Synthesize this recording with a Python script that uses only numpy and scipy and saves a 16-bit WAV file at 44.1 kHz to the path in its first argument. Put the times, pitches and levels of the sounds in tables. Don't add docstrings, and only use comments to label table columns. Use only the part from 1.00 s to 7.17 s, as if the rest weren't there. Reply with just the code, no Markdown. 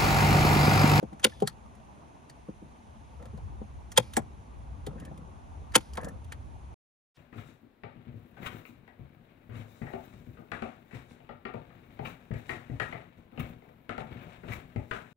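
import sys
import numpy as np
from scipy import signal
from scipy.fft import rfft, irfft
from scipy.io import wavfile

SR = 44100
rng = np.random.default_rng(int(sys.argv[2]) if len(sys.argv) > 2 else 0)


def attenuation_scalar(level_db):
    decades = np.asarray(level_db, float) / 20
    return 10 ** decades


def to_wav(s):
    ch = np.atleast_2d(s).T
    pcm = np.round(np.clip(ch, -1, 1) * 32767)
    wavfile.write(sys.argv[1], SR, pcm.astype(np.int16))


N = 272097
BURST_N = 13230


def band(x, low_hz, high_hz):
    high_hz = min(high_hz, .45 * SR)
    return signal.sosfilt(signal.butter(2, [low_hz, high_hz], "band", fs=SR, output="sos"), x)


def rms_one(x):
    return x / np.sqrt(np.mean(x ** 2) + 1e-20)


def peak_one(x):
    return x / np.abs(x).max()


def at_hz(points, hz):
    points_hz, values = np.transpose(points)
    return np.interp(np.log(hz), np.log(points_hz), values)


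def add(track, s, sound):
    i = round(s * SR)
    track[i:i + len(sound)] += sound


def drift(rate):
    r = np.exp(-80 * np.pi * rate / SR)
    white = rng.standard_normal(N // 40 + 2002)
    slow = signal.lfilter([1], [1, -2 * r, r * r], white)[2000:]
    return np.interp(np.arange(N) / 40, np.arange(len(slow)), rms_one(slow))


def resonate(x, peaks):
    out = 0
    for k, (hz, width_hz, db) in enumerate(peaks):
        r = np.exp(-np.pi * max(width_hz, 20) / SR)
        feedback = [1, -2 * r * np.cos(2 * np.pi * hz / SR), r * r]
        ring = signal.lfilter([(1 - r * r) / 2, 0, (r * r - 1) / 2], feedback, x)
        out = out + (-1) ** k * attenuation_scalar(db) * ring
    return out


def rattle(lead_db, hold_ms, t60, spiky_db):
    t = np.arange(BURST_N) / SR - .015
    grit = rng.standard_normal(len(t)) * attenuation_scalar(spiky_db * rng.standard_normal(len(t)))
    lead = attenuation_scalar(lead_db + 1450 * t) * (t < 0) * band(grit, 300, 9000)
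    onset = np.exp(np.minimum(t, 0) * 2200)
    decay = attenuation_scalar(-60 * np.maximum(t - hold_ms / 1000, 0) / t60)
    return lead + onset * decay * grit


def plank(hz, t60):
    t = np.arange(BURST_N) / SR
    swell = (1 - np.exp(-t * hz / 0.7)) ** 2
    return peak_one(np.sin(2 * np.pi * hz * t) * attenuation_scalar(-60 * t / t60) * swell)


# pitch_hz, level_db, t60_s
PLANK_MODES = [(123, -8.5, .16), (154.6, -2.5, 0.1), (210, 4.5, 0.097), (311.4, -1, 0.047),
               (412.5, 1.5, 0.038), (515, 2.5, 0.035), (639.8, -11, 0.042), (780, -3, 0.061)]


def boards(push_ms, stretch):
    t, rings = np.arange(BURST_N) / SR, 0
    for hz, db, t60 in PLANK_MODES:
        level_db = db + 5.0 * rng.standard_normal() - 60 * t / (t60 * stretch)
        swell = (1 - np.exp(-t * hz / 1.1)) * attenuation_scalar(level_db)
        rings = rings + swell * np.sin(2 * np.pi * (hz * t + rng.random()))
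    push = np.hanning(int(push_ms * SR / 1000) + 3)
    return signal.fftconvolve(rings, push)[:len(t)]


# start_s, steel_peak_db, gun_body_db, rattle_ms, loudest_ring_hz
SHOTS = [
    (0.243, -8, -24, 6.6, 3091),
    (2.9748, -9, -19, 7.9, 3220),
    (4.7533, -7.5, -22.5, 9.8, 1410),
]
# pitch_hz, level_db
STAPLED_PLANKS = [(390, -19.5), (520, -17), (520, -19)]
# pitch_hz, level_db
SPRINGS = [(3440, -51), (2370, -55), (1600, -58)]
# pitch_hz, width_hz, level_db
STEEL = [(3110, 590, -0.5), (4980, 600, -5.5), (6610, 540, -2.5), (8120, 170, -5), (9500, 140, 6.5),
         (12500, 510, -6.5), (13217, 630, -8)]
# pitch_hz, width_hz, level_db
BODY = [(858, 150, 1), (1093, 150, -2.5), (1410, 600, -2.5), (1930, 660, 1.5), (2130, 550, 0)]
PLANK_T60_S, BOUNCE_S, BOUNCE_DB, BOUNCE_BOARDS_DB = .05, .018, -24, -8
BOARDS_UNDER_STEEL_DB = -15


def shots():
    out = np.zeros(N)
    rows = zip(SHOTS, STAPLED_PLANKS, SPRINGS)
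    for (s, steel_db, body_db, ms, hz), (plank_hz, plank_db), (spring_hz, spring_db) in rows:
        crack = resonate(rattle(-15, ms, 0.013, spiky_db=9.0), STEEL)
        add(out, s - .015, attenuation_scalar(steel_db + 5.0) * peak_one(crack))
        sizzle = band(rattle(-19.5, ms, 0.005, spiky_db=0.5), 7000, 10000)
        sizzle_db = steel_db - 1.5 - hz / 700
        add(out, s - .015, attenuation_scalar(sizzle_db) * peak_one(sizzle))

        strike = rattle(-18, 1.3, 0.023, spiky_db=-3.5)
        ring = resonate(strike, [(hz, 320, 0)])
        add(out, s - .014, attenuation_scalar(steel_db + 1.0) * peak_one(ring))
        bounce = resonate(strike, [(spring_hz, 700, 0)])
        add(out, s - .015 + BOUNCE_S, attenuation_scalar(steel_db + BOUNCE_DB) * peak_one(bounce))

        add(out, s + 0.0029, attenuation_scalar(plank_db) * plank(plank_hz, PLANK_T60_S))
        body = resonate(rattle(-6.0, ms, 0.025, spiky_db=3.0), BODY)
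        add(out, s - .013, attenuation_scalar(body_db + 11.0) * peak_one(body))
        thump = attenuation_scalar(steel_db + BOARDS_UNDER_STEEL_DB + 8.5) * peak_one(boards(1.0, stretch=.9))
        add(out, s + 0.0054, thump)
        add(out, s + 0.0054 + BOUNCE_S, attenuation_scalar(BOUNCE_BOARDS_DB) * thump)

        buzz = rattle(-39.0, 18.0, 0.57, spiky_db=-4.0)
        high_buzz = band(band(buzz, 6500, 12300), 6000, 12300)
        whole_buzz = band(buzz, 1200, 5900) + attenuation_scalar(-3.5) * high_buzz
        add(out, s - .008, attenuation_scalar(steel_db - 34.5) * peak_one(whole_buzz))
        add(out, s - .008, attenuation_scalar(spring_db) * peak_one(resonate(buzz, [(spring_hz, 70, 0)])))
    return out


# start_s, peak_db, board_pitch_hz, hard_edge_db
KNOCKS = [(0.027, -24, 307, -45), (0.125, -34, 302.7, -58), (0.421, -12.5, 210, -38),
          (0.575, -49, 171.5, -76.5), (1.485, -28, 181.8, -58), (1.616, -36, 195, -77),
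          (2.332, -32.5, 119.5, -74), (2.376, -42, 171.5, -53), (2.613, -28, 172.8, -56),
          (3.17, -15.5, 232, -27.5), (3.869, -27, 193, -50), (4.111, -36.5, 172.3, -59),
          (4.616, -44.5, 189, -64), (4.976, -32.5, 508, -33.5)]
KNOCK_T60_S = .047
SOFTNESS_MS_PER_DB = .13


def knocks():
    out = np.zeros(N)
    for s, db, hz, edge_db in KNOCKS:
        push_ms = max(SOFTNESS_MS_PER_DB * (db - edge_db - 17.5), .8)
        nearest = plank(hz, KNOCK_T60_S)
        neighbours = attenuation_scalar(6) * peak_one(boards(push_ms, stretch=1.3))
        add(out, s, attenuation_scalar(db) * peak_one(nearest + neighbours))
        edge = band(rattle(-28, 1.2, 0.086, spiky_db=0.5), 480, 1000)
        add(out, s - .015, attenuation_scalar(edge_db + 7.0) * peak_one(edge))
    return out


# start_s, peak_db, ring_hz, body_db
CLICKS = [(0.1962, -44, 6200, -49), (0.4022, -42, 3360, -51), (0.4219, -35, 2970, -48),
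          (0.4742, -18.5, 4350, -29.5), (0.7513, -56.5, 10000, -65), (1.2972, -44, 4420, -50.5),
          (2.2252, -55.5, 3500, -56), (2.2558, -49, 3160, -53), (2.375, -52.5, 3870, -66.5),
          (2.9184, -35, 6130, -45.5), (3.1357, -32.5, 3250, -47.5), (3.1677, -16.5, 7660, -23),
          (3.8658, -34.5, 3330, -42), (4.0002, -44.5, 2980, -60), (4.0514, -43, 2500, -66),
          (4.1764, -48.5, 2530, -76), (4.9347, -39.5, 5246, -55), (4.9725, -40, 2880, -37.5),
          (5.013, -45.5, 9100, -52), (5.0338, -45.5, 10100, -46), (5.046, -38.5, 7100, -49),
          (5.0854, -42.5, 10900, -59), (5.245, -49.5, 3260, -67.5), (5.3218, -36, 2930, -37)]
# start_s, peak_db, ring_hz, body_db
MORE_CLICKS = [(.029, -50, 3200, -71), (.130, -55, 3550, -57), (.219, -58, 9500, -58.5),
               (.322, -58.5, 1456, -58.5), (.496, -75.5, 6995, -72), (3.127, -55.5, 9000, -64),
               (4.721, -52, 4114, -51.5), (4.746, -39.5, 10470, -29), (4.954, -42.5, 9000, -46.5)]
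CLICK_T60_S, MORE_CLICKS_T60_S, HANDLE_HZ = 0.041, .038, 1800


def clicks():
    out = np.zeros(N)
    contacts = [(*c, CLICK_T60_S) for c in CLICKS] + [(*c, MORE_CLICKS_T60_S) for c in MORE_CLICKS]
    for s, db, hz, body_db, t60 in contacts:
        spit = rattle(-19.0, 0.97, t60, spiky_db=0.0)
        spit = signal.sosfilt(signal.butter(4, 13300, fs=SR, output="sos"), spit)
        bright = resonate(spit, [(hz, 700, 2.5)])
        bright = bright + attenuation_scalar(-5.5) * resonate(spit, STEEL) + attenuation_scalar(-4.5) * band(spit, 2600, 15000)
        add(out, s - .015, attenuation_scalar(db) * peak_one(bright))
        body = resonate(spit, [(HANDLE_HZ, 300, 3)]) + attenuation_scalar(-4.5) * resonate(spit, BODY)
        add(out, s - .015, attenuation_scalar(body_db + 5.5) * peak_one(body))
    return out


# start_s, end_s, peak_db
SLIPS = [(3.98, 4.095, -61.5), (5.005, 5.09, -50.5), (.32, .328, -52.5)]
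SLIPS_PER_S, SLIP_JITTER = 95, 0.095
SLIP_HZ, SLIP_SPREAD_HZ, SLIP_SPREAD_DB = 1710, 54, 4.5


def slips():
    even = [(s, db) for start, end, db in SLIPS for s in np.arange(start, end, 1 / SLIPS_PER_S)]
    uneven = []
    for (s, db), (a, b, c) in zip(even, rng.standard_normal((40, 3))):
        slip_s = s + SLIP_JITTER * a / SLIPS_PER_S
        uneven.append((slip_s, db + SLIP_SPREAD_DB * b, SLIP_HZ + SLIP_SPREAD_HZ * c))
    return uneven


# start_s, length_s, boards_db, fabric_db
RUBS = [(2.194, 0.086, -55, -56), (3.02, 0.044, -53.5, -63), (3.88, 0.017, -43, -49.5),
        (3.93, 0.28, -48, -60), (4.98, 0.015, -45, -47), (5.026, 0.045, -41, -49.5)]
# pitch_hz, width_hz, level_db
RUB_PEAKS = [(140, 50, 6.5), (205, 58, 7), (327, 54, -2.5)]
# pitch_hz, width_hz, level_db
SCUFF = [(520, 74, 1), (793.6, 150, -7.5), (1200, 240, -1.5)]
RUB_ATTACK_S, RUB_RELEASE_DB_PER_S = 0.004, 156.5


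def rubs():
    t, level, out = np.arange(N) / SR, np.zeros((2, N)), np.zeros(N)
    for s, length, *db in RUBS:
        release = attenuation_scalar(-RUB_RELEASE_DB_PER_S * np.maximum(t - s - length, 0))
        stroke = np.clip((t - s) / RUB_ATTACK_S, 0, 1) * release
        level += attenuation_scalar(np.array(db))[:, None] * stroke
    grains = rng.standard_normal(N) * attenuation_scalar(3.5 * drift(60) + 2.5 * rng.standard_normal(N))
    for s, db, hz in slips():
        slip = resonate(rattle(-34, 4.2, 0.042, spiky_db=-0.5), [(hz, 130, 0)])
        add(out, s - .015, attenuation_scalar(db + 6.5) * peak_one(resonate(slip, [(1780, 310, 0)])))
    through_boards = rms_one(band(resonate(grains, RUB_PEAKS), 100, 520))
    through_fabric = rms_one(band(resonate(grains, SCUFF), 350, 930))
    return out + level[0] * through_boards + level[1] * through_fabric


# pitch_hz, left_right_likeness
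LIKENESS = [(60, 0.87), (130, 0.9), (290, 0.37), (640, -0.26), (1410, -0.49), (3100, 0.69), (6820, 0.08),
            (15000, 0.69)]


def banded_noise(spectrum, low_hz, octaves, patchy_db, count=3, unlike=0):
    out, together = 0, drift(1.7)
    edges = low_hz * 2 ** np.arange(0, octaves, 1 / count)
    white = rng.standard_normal((2, 2, N))
    for k, (low, high) in enumerate(zip(edges, edges[1:])):
        mid, side = band(white[k % 2], low, high)
        hz = np.sqrt(low * high)
        alike = np.clip(at_hz(LIKENESS, hz) - unlike, -.95, .95)
        gain = attenuation_scalar(at_hz(spectrum, hz) + patchy_db * (.3 * together + drift(25)))
        out = out + gain * (np.sqrt(1 + alike) * mid + np.sqrt(1 - alike) * side * [[1], [-1]])
    return rms_one(out)


# time_s, level_db
WIND = [(0.0, -54), (0.46, -50), (0.6, -53.5), (1.16, -60), (1.38, -56), (1.8, -56.5), (2.15, -50.5),
        (2.45, -38.5), (2.6, -44), (3.0, -51), (3.24, -42), (3.42, -50.5), (3.65, -45.5), (4.4, -48.5),
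        (4.6, -45.5), (4.96, -46), (5.25, -44), (5.6, -46)]
# pitch_hz, density_db
RUMBLE = [(12, -49), (20, -24), (46, -3.5), (65, 8), (79, 4), (200, -18), (260, -49), (440, -120)]
# pitch_hz, density_db
AIR = [(65, -29), (110, 1), (163, -11), (230, -5), (255, -10.5), (331, -13.5), (405, -16.5), (625, -16),
       (765, -10), (979, -14.5), (1510, -26), (3500, -32.5), (4550, -62), (7700, -120)]
# pitch_hz, density_db
HISS = [(820, -31), (1400, -2.5), (2050, -1), (2670, -2), (2880, -5), (3380, -6), (4940, -13.5), (6440, -8),
        (7500, -18), (8560, -18), (9600, -9.5), (10700, -22), (12200, -21.5), (12700, -40), (13500, -60)]
RUMBLE_TRIM_DB, AIR_DB, HISS_DB = 0.85, -53.5, -71
AIR_FOLLOWS = .05


def outdoors():
    wind_db = np.interp(np.arange(N) / SR, *np.transpose(WIND))
    rumble_db = wind_db + RUMBLE_TRIM_DB + [[.9], [-.9]]
    rumble = attenuation_scalar(rumble_db) * banded_noise(RUMBLE, 22, 3.0, patchy_db=2.2, unlike=.4)
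    air_db = AIR_DB + AIR_FOLLOWS * (wind_db - wind_db.mean())
    air = attenuation_scalar(air_db) * banded_noise(AIR, 120, 3.7, patchy_db=2.0)
    hiss_db = HISS_DB + np.array([[2.4], [3.6]])
    hiss = attenuation_scalar(hiss_db) * banded_noise(HISS, 1520, 3.2, patchy_db=.7, count=7)
    return rumble + air + hiss


# pitch_hz, phase_radians
LEFT_PHASE = [(60, 0), (200, -0.82), (500, -0.7), (720, -2), (1000, -5.5), (1400, -5), (2400, -5),
              (4000, -5), (5000, -6.5), (7700, -4.5), (9500, -9), (11700, -16), (14500, -14)]
# pitch_hz, level_db
LEFT_GAIN = [(60, 1), (110, 5), (200, 0), (380, -2.5), (700, 7), (1290, -1), (2380, 0), (4400, 4),
             (8120, -5), (15000, -0.5)]
# delay_s, left_db, right_db
ECHOES = [(.0017, -15, -11.5), (.0032, -11, -15), (.0063, -17.5, -17), (0.0206, -14.5, -24),
          (0.033, -34.5, -40), (.052, -36, -31)]


def microphones(x):
    x = signal.sosfilt(signal.butter(3, [105, 14200], "band", fs=SR, output="sos"), x)
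    hz = np.arange(1, N // 2 + 2) * SR / N
    half = attenuation_scalar(at_hz(LEFT_GAIN, hz) / 2) * np.exp(.5j * at_hz(LEFT_PHASE, hz))
    out = np.array([irfft(rfft(x) * half, N), irfft(rfft(x) / half, N)])
    top = signal.butter(4, 13300, "high", fs=SR, output="sos")
    out -= 0.55 * signal.sosfilt(top, out[:, ::-1])[:, ::-1]
    dull = signal.lfilter([.3], [1, -.7], x)
    for s, left_db, right_db in ECHOES:
        out[0] += attenuation_scalar(left_db) * np.roll(dull, round((s + 0.00088) * SR))
        out[1] += attenuation_scalar(right_db) * np.roll(dull, round(s * SR))
    return out


LIMIT_DB, LIMIT_SHARE, LIMIT_ATTACK_S, LIMIT_RELEASE_DB_PER_S = -9.5, 0.57, 0.018, 45


def gain_control(x):
    climb = LIMIT_RELEASE_DB_PER_S * np.arange(N) / SR
    peak_db = 20 * np.log10(np.abs(x).max(axis=0) + 1e-9)
    over_db = LIMIT_SHARE * np.maximum(peak_db - LIMIT_DB, 0)
    held_db = np.maximum.accumulate(over_db + climb) - climb
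    r = np.exp(-1 / (LIMIT_ATTACK_S * SR))
    return x * attenuation_scalar(-signal.lfilter([1 - r], [1, -r], held_db))


def scene():
    work = shots() + knocks() + clicks() + rubs()
    return microphones(work) + outdoors()


def roll_off(x):
    return signal.sosfilt(signal.butter(12, 16440, fs=SR, output="sos"), x)


CUT_S, HISS_S = 5.744, 6.144


def record(dry):
    t = np.arange(N) / SR
    hiss = band(rng.standard_normal(N), 194, 5300) * np.clip((t - HISS_S) / .022, 0, 1)
    work = np.tanh(gain_control(dry)) * np.clip((CUT_S - t) / 0.001, 0, 1)
    return roll_off(work + attenuation_scalar(-62.0) * hiss)


dry = scene()
out = record(dry)
to_wav(out)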